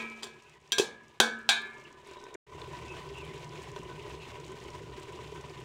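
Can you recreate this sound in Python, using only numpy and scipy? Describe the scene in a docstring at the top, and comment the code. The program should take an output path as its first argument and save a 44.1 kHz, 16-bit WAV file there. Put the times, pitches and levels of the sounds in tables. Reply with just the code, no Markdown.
"""In a kitchen, a slotted steel spoon knocks around a wide aluminium pot of greens and eggs and is laid on its wall.
Blows are decaying modes of pot, spoon and enclosed air, with shaped noise for the crowded upper modes.
The food fries and spits; after a cut and a short muted gap, thin gravy boils strongly and settles.
Bubbles and sizzle are showers of damped sines, with hiss; bursts and spits excite the pot's air resonances.
Steam squeaks are gliding tones; low filtered noise is the burner's rumble."""
import sys
import numpy as np
from scipy import signal
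from scipy.fft import rfft, irfft, next_fast_len
from scipy.io import wavfile
from scipy.ndimage import map_coordinates

SR = 44100
rng = np.random.default_rng(int(sys.argv[2]) if len(sys.argv) > 2 else 0)


def master(y):
    """Save y as 16-bit WAV."""
    cut = np.clip(np.atleast_2d(y).T, -1, 1)
    pcm = np.round(cut * 32767)  # scale
    wavfile.write(sys.argv[1], SR, pcm.astype(np.int16))


N = 248724

# resonances of the air in the pot: f/Hz, relative level/dB, t60/s
HOLLOW = [(363.6, -8, 0.15), (401.5, 0, 0.083), (442.5, -11, 0.15), (591.8, -9, 0.11), (981.8, -3.5, 0.12),
          (1008.4, -2, 0.067), (1526, -10.5, 0.14), (1829, -14.5, 0.11), (2690, -22, 0.12)]
BOIL_START_S, SETTLE_S = 2.46, 0.61  # cut to the strongly boiling gravy; time constant of its settling


def spoon_blows():
    """Modal excitation: the place of a blow sets how strongly each pot mode rings; spoon and air answer too."""
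    # modes of the pot's metal: f/Hz, t60/s, then relative level/dB when struck on the side, base, wall, rim
    pot_modes = [(225, 1.1, -46, -54, -39, -49), (456, 0.6, -48, -43, -40, -54),
                 (495, 0.4, -56, -61, -35, -59), (689, 0.3, -64, -50, -35, -40),
                 (1022, 0.3, -54, -39, -35, -41), (1200, 1.5, -79, -63, -58, -47),
                 (1287, 0.9, -47, -57, -44, -56), (1384, 1.0, -63, -76, -41, -52),
                 (1522, 0.5, -56, -49, -26, -34), (1609, 0.42, -52, -41, -30, -25),
                 (1663, 0.85, -50, -42, -39, -41), (1711, 0.85, -63, -62, -41, -35),
                 (1729, 0.9, -71, -51, -42, -39), (1906, 0.7, -52, -81, -56, -69),
                 (2157, 0.9, -68, -67, -64, -41), (2239, 0.5, -45, -50, -40, -42),
                 (2317, 0.6, -50, -66, -52, -32), (2331, 0.7, -38, -55, -48, -39),
                 (2444, 0.5, -44, -55, -46, -45), (2476, 0.45, -45, -51, -51, -34),
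                 (2530, 0.6, -39, -60, -52, -46), (2657, 0.35, -51, -53, -54, -38),
                 (3149, 0.43, -53, -54, -51, -37), (3400, 0.28, -56, -44, -41, -31),
                 (3521, 0.3, -62, -47, -36, -31), (3732, 0.25, -62, -55, -46, -25),
                 (3806, 0.33, -74, -54, -41, -30), (3880, 0.33, -64, -51, -45, -30),
                 (4070, 0.25, -74, -57, -42, -35), (4215, 0.27, -65, -50, -54, -31)]
    # places struck, in the order of those level columns
    places = ["side", "base", "wall", "rim"]
    # modes of the hand-damped spoon: f/Hz, relative level/dB, t60/s
    spoon_modes = [(2590, 8, 0.068), (2870, -8, 0.092), (3240, 13.5, 0.04), (3760, -4.5, 0.071),
                   (4350, -9.5, 0.065), (4780, 6, 0.044), (5390, -2, 0.04), (5860, 2, 0.11),
                   (7050, -22, .06), (7430, 2.5, 0.092)]
    # spoon on pot: t/s, place, relative level/dB of pot ring, spoon, hollow thud, sharp crack, clash,
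    # then the clash's bass boost/dB and tilt/(dB per octave)
    blows = [(0.000, "side", 0, -66, -52, -27, -45.5, -2, -1.5),
             (0.2247, "side", -22.5, -66, -66, 8, -49.5, -28, -1),
             (0.231, "side", -22.5, -49.5, -49, 15.5, -44, -15, 0),
             (0.24, "base", -14.5, -64, -49, 13, -44.5, -13, 2.5),
             (0.268, "base", -30, -73, -51.5, 10, -53.5, 9, 0),
             (0.7204, "base", -6.5, -39.5, -48, 15, -36, -7, 6),
             (0.7275, "rim", -12.5, -36.5, -55, 3, -42.5, -19.5, 2),
             (0.783, "base", -5.5, -34, -25.5, -1.5, -22, 5, 2.5),
             (0.797, "base", -10.5, -39.5, -23.5, -1, -42.5, 5.5, 1),
             (1.2011, "wall", 0.5, -34, -31.5, 12.5, -18, -2.5, 1),
             (1.4905, "rim", -0.5, -33.5, -57, 5, -17.5, -27.5, -1)]
    out = np.zeros(N)
    for s, place, pot_db, spoon_db, thud_db, crack_db, clash_db, bass_db, tilt_db in blows:
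        column = places.index(place)
        pot = [(hz, levels[column], t60) for hz, t60, *levels in pot_modes]
        # an out-of-round pot splits each mode into a beating pair
        twins = [(hz + 12 * rng.standard_normal(), db - 6.5, t60) for hz, db, t60 in pot]
        add(out, s, amp(pot_db) * ring(pot + twins, scatter_db=-0.7))
        add(out, s, amp(spoon_db) * ring(spoon_modes, scatter_db=3.5, size=SR // 4))
        add(out, s, amp(thud_db) * ring(HOLLOW[:3], scatter_db=-6.0, size=SR // 2))
        add(out, s, amp(clash_db + 2.5) * clash(bass_db, tilt_db, crack_db, crack_t60=0.026))
    return out


def clash(bass_db, tilt_db, crack_db, crack_t60):
    """High modal density: the crowded upper modes of both metals crack, then linger as a wash in pot and kitchen."""
    # spectrum of the clash: f/Hz, relative level/dB
    clash_colour = [(40, -22.5), (150, -7.5), (480, -1.5), (630, -0.5), (800, 4.5), (1250, -4), (1650, 5),
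                    (1950, 2), (2400, 2), (2850, -4), (3300, 6), (4600, -3), (5050, -7), (7300, -3.5),
                    (9000, -1.5), (16000, -9)]
    # decay of the wash: f/Hz, t60/s
    clash_decay = [(150, 0.75), (1000, 0.34), (3500, 0.26), (7000, 0.24), (14000, 0.17)]
    # steel striking aluminium: f/Hz, relative level/dB
    contact = [(150, 0), (400, 3.5), (900, 1), (2000, -10), (4200, 0), (6500, -2.5), (12000, -20)]
    tilt_pivot_hz, bass_below_hz = 3570, 727

    # the modes bunch unevenly along frequency
    clusters = np.clip(wobble(226.4, size=SR // 2 + 1), -1.5, 1.5)
    modes = unit(irfft(rfft(rng.standard_normal(SR)) * amp(2.8 * clusters), SR))
    hz, t, bands = signal.stft(modes, SR, nperseg=256)
    lingering = fade(t, along(clash_decay, hz)[:, None])
    crack = amp(crack_db) * fade(t, crack_t60)
    wash = signal.istft(bands * (lingering + crack), SR, nperseg=256)[1][:SR]

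    def response(f):
        """Contact stiffness: a harder contact tilts the clash upward; a square, heavy one adds bass."""
        bass = bass_db / (1 + (f / bass_below_hz) ** 6)
        tilt = tilt_db * np.log2(np.maximum(f, bass_below_hz) / tilt_pivot_hz)
        return amp(along(contact, f) + along(clash_colour, f) + bass + tilt)

    return filtered(wash, response) * (1 - np.exp(-np.arange(SR) / SR / 0.00017))


def bubbling():
    """Bubble resonance: bursts excite the air in the pot, and slower plops ring in the liquid."""
    # spectrum of the plops in the broth: f/Hz, relative level/(dB per Hz)
    broth = [(110, -33.5), (180, -16.5), (200, -16.5), (301, -13.5), (390, 1), (526, -14), (858, -16),
             (993, -8.5), (1190, -14.5), (1400, -35), (1820, -50.5), (3080, -120)]
    bursts = grains(count=2200, hz=2660, spread=0.46, cycles=1.5, range_db=3.5, size=64)
    hollow = unit(signal.fftconvolve(bursts, ring(HOLLOW, scatter_db=3.16, size=SR // 3))[:N])
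    plops = grains(count=1800, hz=615.6, spread=0.594, cycles=9.8, range_db=-2.5, size=2000)
    bubbles = amp(-3.0) * hollow + amp(-3.0) * coloured(plops, broth)
    return amp(heat()[0]) * dulled(bubbles)


def dulled(bubbles):
    """Low-pass shelving: the settled boil has bigger, duller bubbles, with less of the upper ring."""
    loss_db, above_hz = -3.5, 705
    settled = 1 - np.exp(-np.maximum(np.arange(N) / SR - BOIL_START_S, 0) / SETTLE_S)
    big = filtered(bubbles, lambda hz: amp(loss_db / (1 + (above_hz / (hz + 1)) ** 8)))
    return bubbles + settled * (big - bubbles)


def sizzling():
    """Superposition of random impulses: foam crackles, pings and hisses in clusters of small bursts."""
    # spectrum of crackle and hiss: f/Hz, relative level/(dB per Hz)
    fizz = [(300, -49.5), (600, -8.5), (1000, -5), (1330, -16), (1670, -23), (1900, -14), (2700, -11.5),
            (3600, -15), (4400, -20.5), (7300, -21), (10000, -29.5), (12500, -36), (16000, -36.5)]
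    crackle = grains(count=6000, hz=5310, spread=0.52, cycles=8.4, range_db=1.0, size=220)
    pings = grains(count=2200, hz=2399, spread=0.282, cycles=36, range_db=2.5, size=1500)
    hiss = rng.standard_normal(N)
    sizzle = coloured(between_walls(crackle, wet_db=-7.5, t60=0.06) + amp(3.5) * hiss, fizz)
    sizzle += amp(-5.0) * between_walls(pings, wet_db=3.0, t60=0.22)
    foam_db = 1.3 * wobble(15) + 1.8 * wobble(70)  # small bubbles burst in clusters
    return amp(heat()[1] + foam_db) * sizzle


def fat_ticks():
    """Impulsive excitation: sparse damped ticks of fat on the hot metal follow the sizzle at half its dB swing."""
    fat = grains(count=520, hz=6300, spread=0.17, cycles=9, range_db=6.5, size=200)
    return amp(-41 + .5 * heat()[1]) * between_walls(fat, wet_db=-3.0, t60=0.014)


def spits():
    """Excitation and resonance: a larger bubble snaps open as a noise burst and the pot's hollow answers."""
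    # the loudest spits of fat and gravy: t/s, relative snap level/dB, snap f/Hz, relative hollow level/dB
    loud_spits = [(1.783, -54, 6600, -39), (2.112, -46, 6400, -36.5), (2.168, -44, 2940, -38.5),
                  (2.24, -45.5, 5750, -68), (2.266, -47, 2510, -37.5), (2.342, -38, 6800, -43),
                  (2.349, -35, 1940, -30), (2.617, -35.5, 3370, -65), (3.762, -35, 3100, -32),
                  (3.996, -39, 2740, -64), (4.356, -40, 2590, -38.5), (5.359, -60, 2770, -36)]
    out, t = np.zeros(N), np.arange(SR // 10) / SR
    life = fade(t, .016) + .12 * fade(t, .09)  # the snap and its weaker tail
    for s, db, hz, hollow_db in loud_spits + faint_spits(count=20):
        noise = rng.standard_normal(len(t))
        snap = unit(filtered(noise, lambda f: 1 / (1 + ((f - hz) / (0.21 * hz)) ** 2)))
        add(out, s, amp(db - 3.0) * snap * life)
        add(out, s, .5 * amp(hollow_db) * ring(HOLLOW, scatter_db=1.5, size=SR // 4))
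    return out


def faint_spits(count):
    """Random arrivals: small spits at uniform random moments, scaled by the sizzle around them."""
    typical_hz, octaves = 3900, 1.56  # middle and full width of the pitch range
    snap_db, hollow_db = 5.5, -4  # relative to the sizzle, before the gains in spits()
    sizzle_db = heat()[1]
    rows = []
    for when, strong, high in rng.random((count, 3)):
        db = sizzle_db[int(when * N)] + 6 * (strong - .5)
        hz = typical_hz * 2 ** (octaves * (high - .5))
        rows.append((when * N / SR, db + snap_db, hz, db + hollow_db))
    return rows


def squeaks():
    """Frequency and amplitude modulation: steam slips through wet greens in sputtering, sagging whistles."""
    # the clearest squeaks: t/s, length/s, starting f/Hz, relative level/dB
    clear_squeaks = [(0.387, 0.18, 2650, -60.5), (.52, 0.076, 2030, -60.5), (1.848, 0.014, 2830, -47),
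                     (2.011, 0.47, 3850, -62), (2.854, 0.091, 2695, -46.5), (3.136, 0.09, 2750, -45),
                     (3.21, 0.072, 2450, -49.5), (3.285, 0.046, 2094, -50), (3.883, 0.066, 1530, -52),
                     (4.19, 0.048, 2700, -48.5)]
    sag = 0.051  # share of its pitch that a squeak loses as the steam runs out
    out = np.zeros(N)
    for s, length, hz, db in clear_squeaks + faint_squeaks(count=16):
        size = int(length * SR)
        flutter = 1 + 0.033 * wobble(401, size=SR)[:size]
        pitch = hz * np.linspace(1, 1 - sag, size) * flutter
        sputter = unit(amp(3 * wobble(160, size=SR)[:size]))
        whistle = np.sin(2 * np.pi * np.cumsum(pitch) / SR)
        add(out, s, amp(db) * np.sqrt(np.hanning(size)) * sputter * whistle)
    return out


def faint_squeaks(count):
    """Random arrivals: small squeaks at uniform random moments of the boil, scattered in length and pitch."""
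    typical_s, typical_hz, level_db = .018, 2450, -53
    rows = []
    for when, long, high in rng.random((count, 3)):
        s = BOIL_START_S + when * (N / SR - BOIL_START_S)
        length = typical_s * 2 ** (long - .5)
        rows.append((s, length, typical_hz * 2 ** (0.74 * (high - .5)), level_db))
    return rows


def burner_rumble():
    """Spectral shaping: Gaussian noise takes the burner's low-frequency spectrum."""
    # spectrum of the burner: f/Hz, relative level/(dB per Hz)
    burner_spectrum = [(25, -24.5), (44, -30.5), (57, -4.5), (64, -4), (71, -1), (100, -11.5), (116, -1.5),
                       (128, -1.5), (158, 1.5), (182, -20.5), (400, -22.5), (1200, -61)]
    return amp(heat()[2]) * coloured(rng.standard_normal(N), burner_spectrum)


def heat():
    """Exponential relaxation: dB levels of bubbling, sizzle and burner in frying, then in a boil that settles."""
    # frying, where the food bubbles harder once the spoon is laid down: t/s, bubbling level/dB
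    frying = [(0, -48), (.3, -61.5), (.55, -62.5), (1.15, -62.5), (1.8, -52), (1.98, -56), (2.3, -50.5)]
    fry_sizzle_db, sizzle_follows = -63.5, .55  # at average bubbling; dB of sizzle per dB of bubbling
    stir_db, stir_s = 9, 0.2  # the first stir turns wet food onto hot metal: extra sizzle, time constant
    fry_burner_db = -66.5
    boil_bubbling_db, boil_sizzle_db, boil_burner_db = -47, -55, -51  # levels the boil settles toward
    extra_bubbling_db, extra_sizzle_db, extra_burner_db = 3.5, 2.2, 3  # when the boil is first heard

    t = np.arange(N) / SR
    frying_db = np.interp(t, *np.transpose(frying))
    liveliness_db = frying_db - frying_db[t < BOIL_START_S].mean()
    sizzle_db = fry_sizzle_db + sizzle_follows * liveliness_db + stir_db * np.exp(-t / stir_s)
    settling = np.exp(-np.abs(t - BOIL_START_S) / SETTLE_S)
    boiling = t >= BOIL_START_S
    return (np.where(boiling, boil_bubbling_db + extra_bubbling_db * settling, frying_db),
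            np.where(boiling, boil_sizzle_db + extra_sizzle_db * settling, sizzle_db),
            np.where(boiling, boil_burner_db + extra_burner_db * settling, fry_burner_db))


def between_walls(x, wet_db, t60):
    """Reverberation: small sounds bounce between the pot's walls, as convolution with decaying noise."""
    t = np.arange(SR // 8) / SR
    tail = rng.standard_normal(len(t)) * fade(t, t60) * (1 - np.exp(-t / 0.0029))
    echoes = signal.fftconvolve(x, tail / np.linalg.norm(tail))[:N]
    return (x + amp(wet_db) * echoes) / np.hypot(1, amp(wet_db))


def ring(modes, scatter_db, size=SR):
    """Modal superposition: decaying (f/Hz, level/dB, t60/s) modes, each at a random strength and phase."""
    t = np.arange(size) / SR
    chance = rng.standard_normal((len(modes), 2))
    tones = np.zeros(size)
    for (hz, db, t60), (strength, phase) in zip(modes, chance):
        tones += amp(db + scatter_db * strength) * fade(t, t60) * np.sin(2 * np.pi * (hz * t + phase))
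    return tones * (1 - np.exp(-t / 0.00021))


def grains(count, hz, spread, cycles, range_db, size):
    """Shot noise: randomly timed damped sines (60 dB in the given cycles) of scattered pitch and size, at rms 1."""
    start = rng.integers(0, N, (count, 1))
    pitch = np.minimum(hz * np.exp(spread * rng.standard_normal((count, 1))), SR / 2)
    strength = amp(range_db * np.minimum(rng.exponential(size=(count, 1)), np.pi))
    turns = pitch * np.arange(size) / SR
    swell = 1 - np.exp(-(20 * turns / cycles) ** 2)  # a soft start keeps each grain near its pitch
    waves = strength * swell * fade(turns, cycles) * np.sin(2 * np.pi * turns)
    return unit(np.bincount((start + np.arange(size)).ravel(), waves.ravel(), N)[:N])


def amp(db):
    """Logarithmic level: decibels to amplitude gain."""
    return 10 ** (np.asarray(db) / 20)


def unit(x):
    """Normalisation: scale to rms 1."""
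    return x / np.sqrt(np.mean(x ** 2) + 1e-20)


def along(points, hz):
    """Logarithmic interpolation: (f/Hz, value) points read on a log-frequency axis."""
    f, v = np.transpose(points)
    return np.interp(np.log(hz + 1), np.log(f + 1), v)


def fade(t, t60):
    """Exponential decay: a fall of 60 dB in t60."""
    return np.exp(-np.log(1000) * t / t60)


def wobble(rate, size=N):
    """Spline interpolation: a smooth random curve with rate knots in every SR points."""
    knots = rng.standard_normal(int(size * rate / SR) + 4)
    return map_coordinates(knots, [np.arange(size) * rate / SR])


def filtered(x, response):
    """Linear filtering: the spectrum of x times a response of frequency."""
    m = next_fast_len(len(x) + 8192)
    return irfft(rfft(x, m) * response(np.fft.rfftfreq(m, 1 / SR)), m)[:len(x)]


def coloured(x, spectrum):
    """Spectral shaping: x filtered by an (f/Hz, level/dB) curve, at rms 1."""
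    return unit(filtered(x, lambda hz: amp(along(spectrum, hz))))


def add(track, s, sound):
    """Superposition: mix a sound into the track at time s."""
    part = track[max(round(s * SR), 0):][:len(sound)]
    part += sound[:len(part)]


def scene():
    """Superposition of all sources; thin metal radiates little bass, so the blows are high-passed."""
    highpass = signal.butter(2, 120, "high", fs=SR, output="sos")
    blows = signal.sosfilt(highpass, spoon_blows())
    cooking = bubbling() + sizzling() + fat_ticks() + burner_rumble()
    steam = between_walls(squeaks(), wet_db=-4, t60=0.18)
    return (blows + cooking + amp(-2.5) * spits() + steam)[None]


def record(dry):
    """Gating and band limiting: the sound is muted around the cut and fades back in; the top treble is removed."""
    # the short muted gap: t/s, linear gain
    muted_gap = [(0, 1), (2.356, 1), (2.358, 0), (2.465, 0), (2.469, .17), (2.53, .5), (2.66, 1), (6, 1)]
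    top_hz = 15950  # middle of a 500 Hz wide slope
    gain = np.interp(np.arange(N) / SR, *np.transpose(muted_gap))
    band = lambda hz: np.clip((top_hz - hz) / 500 + .5, 0, 1)
    return filtered(dry[0] * gain, band)[None]


dry = scene()
out = record(dry)
master(out)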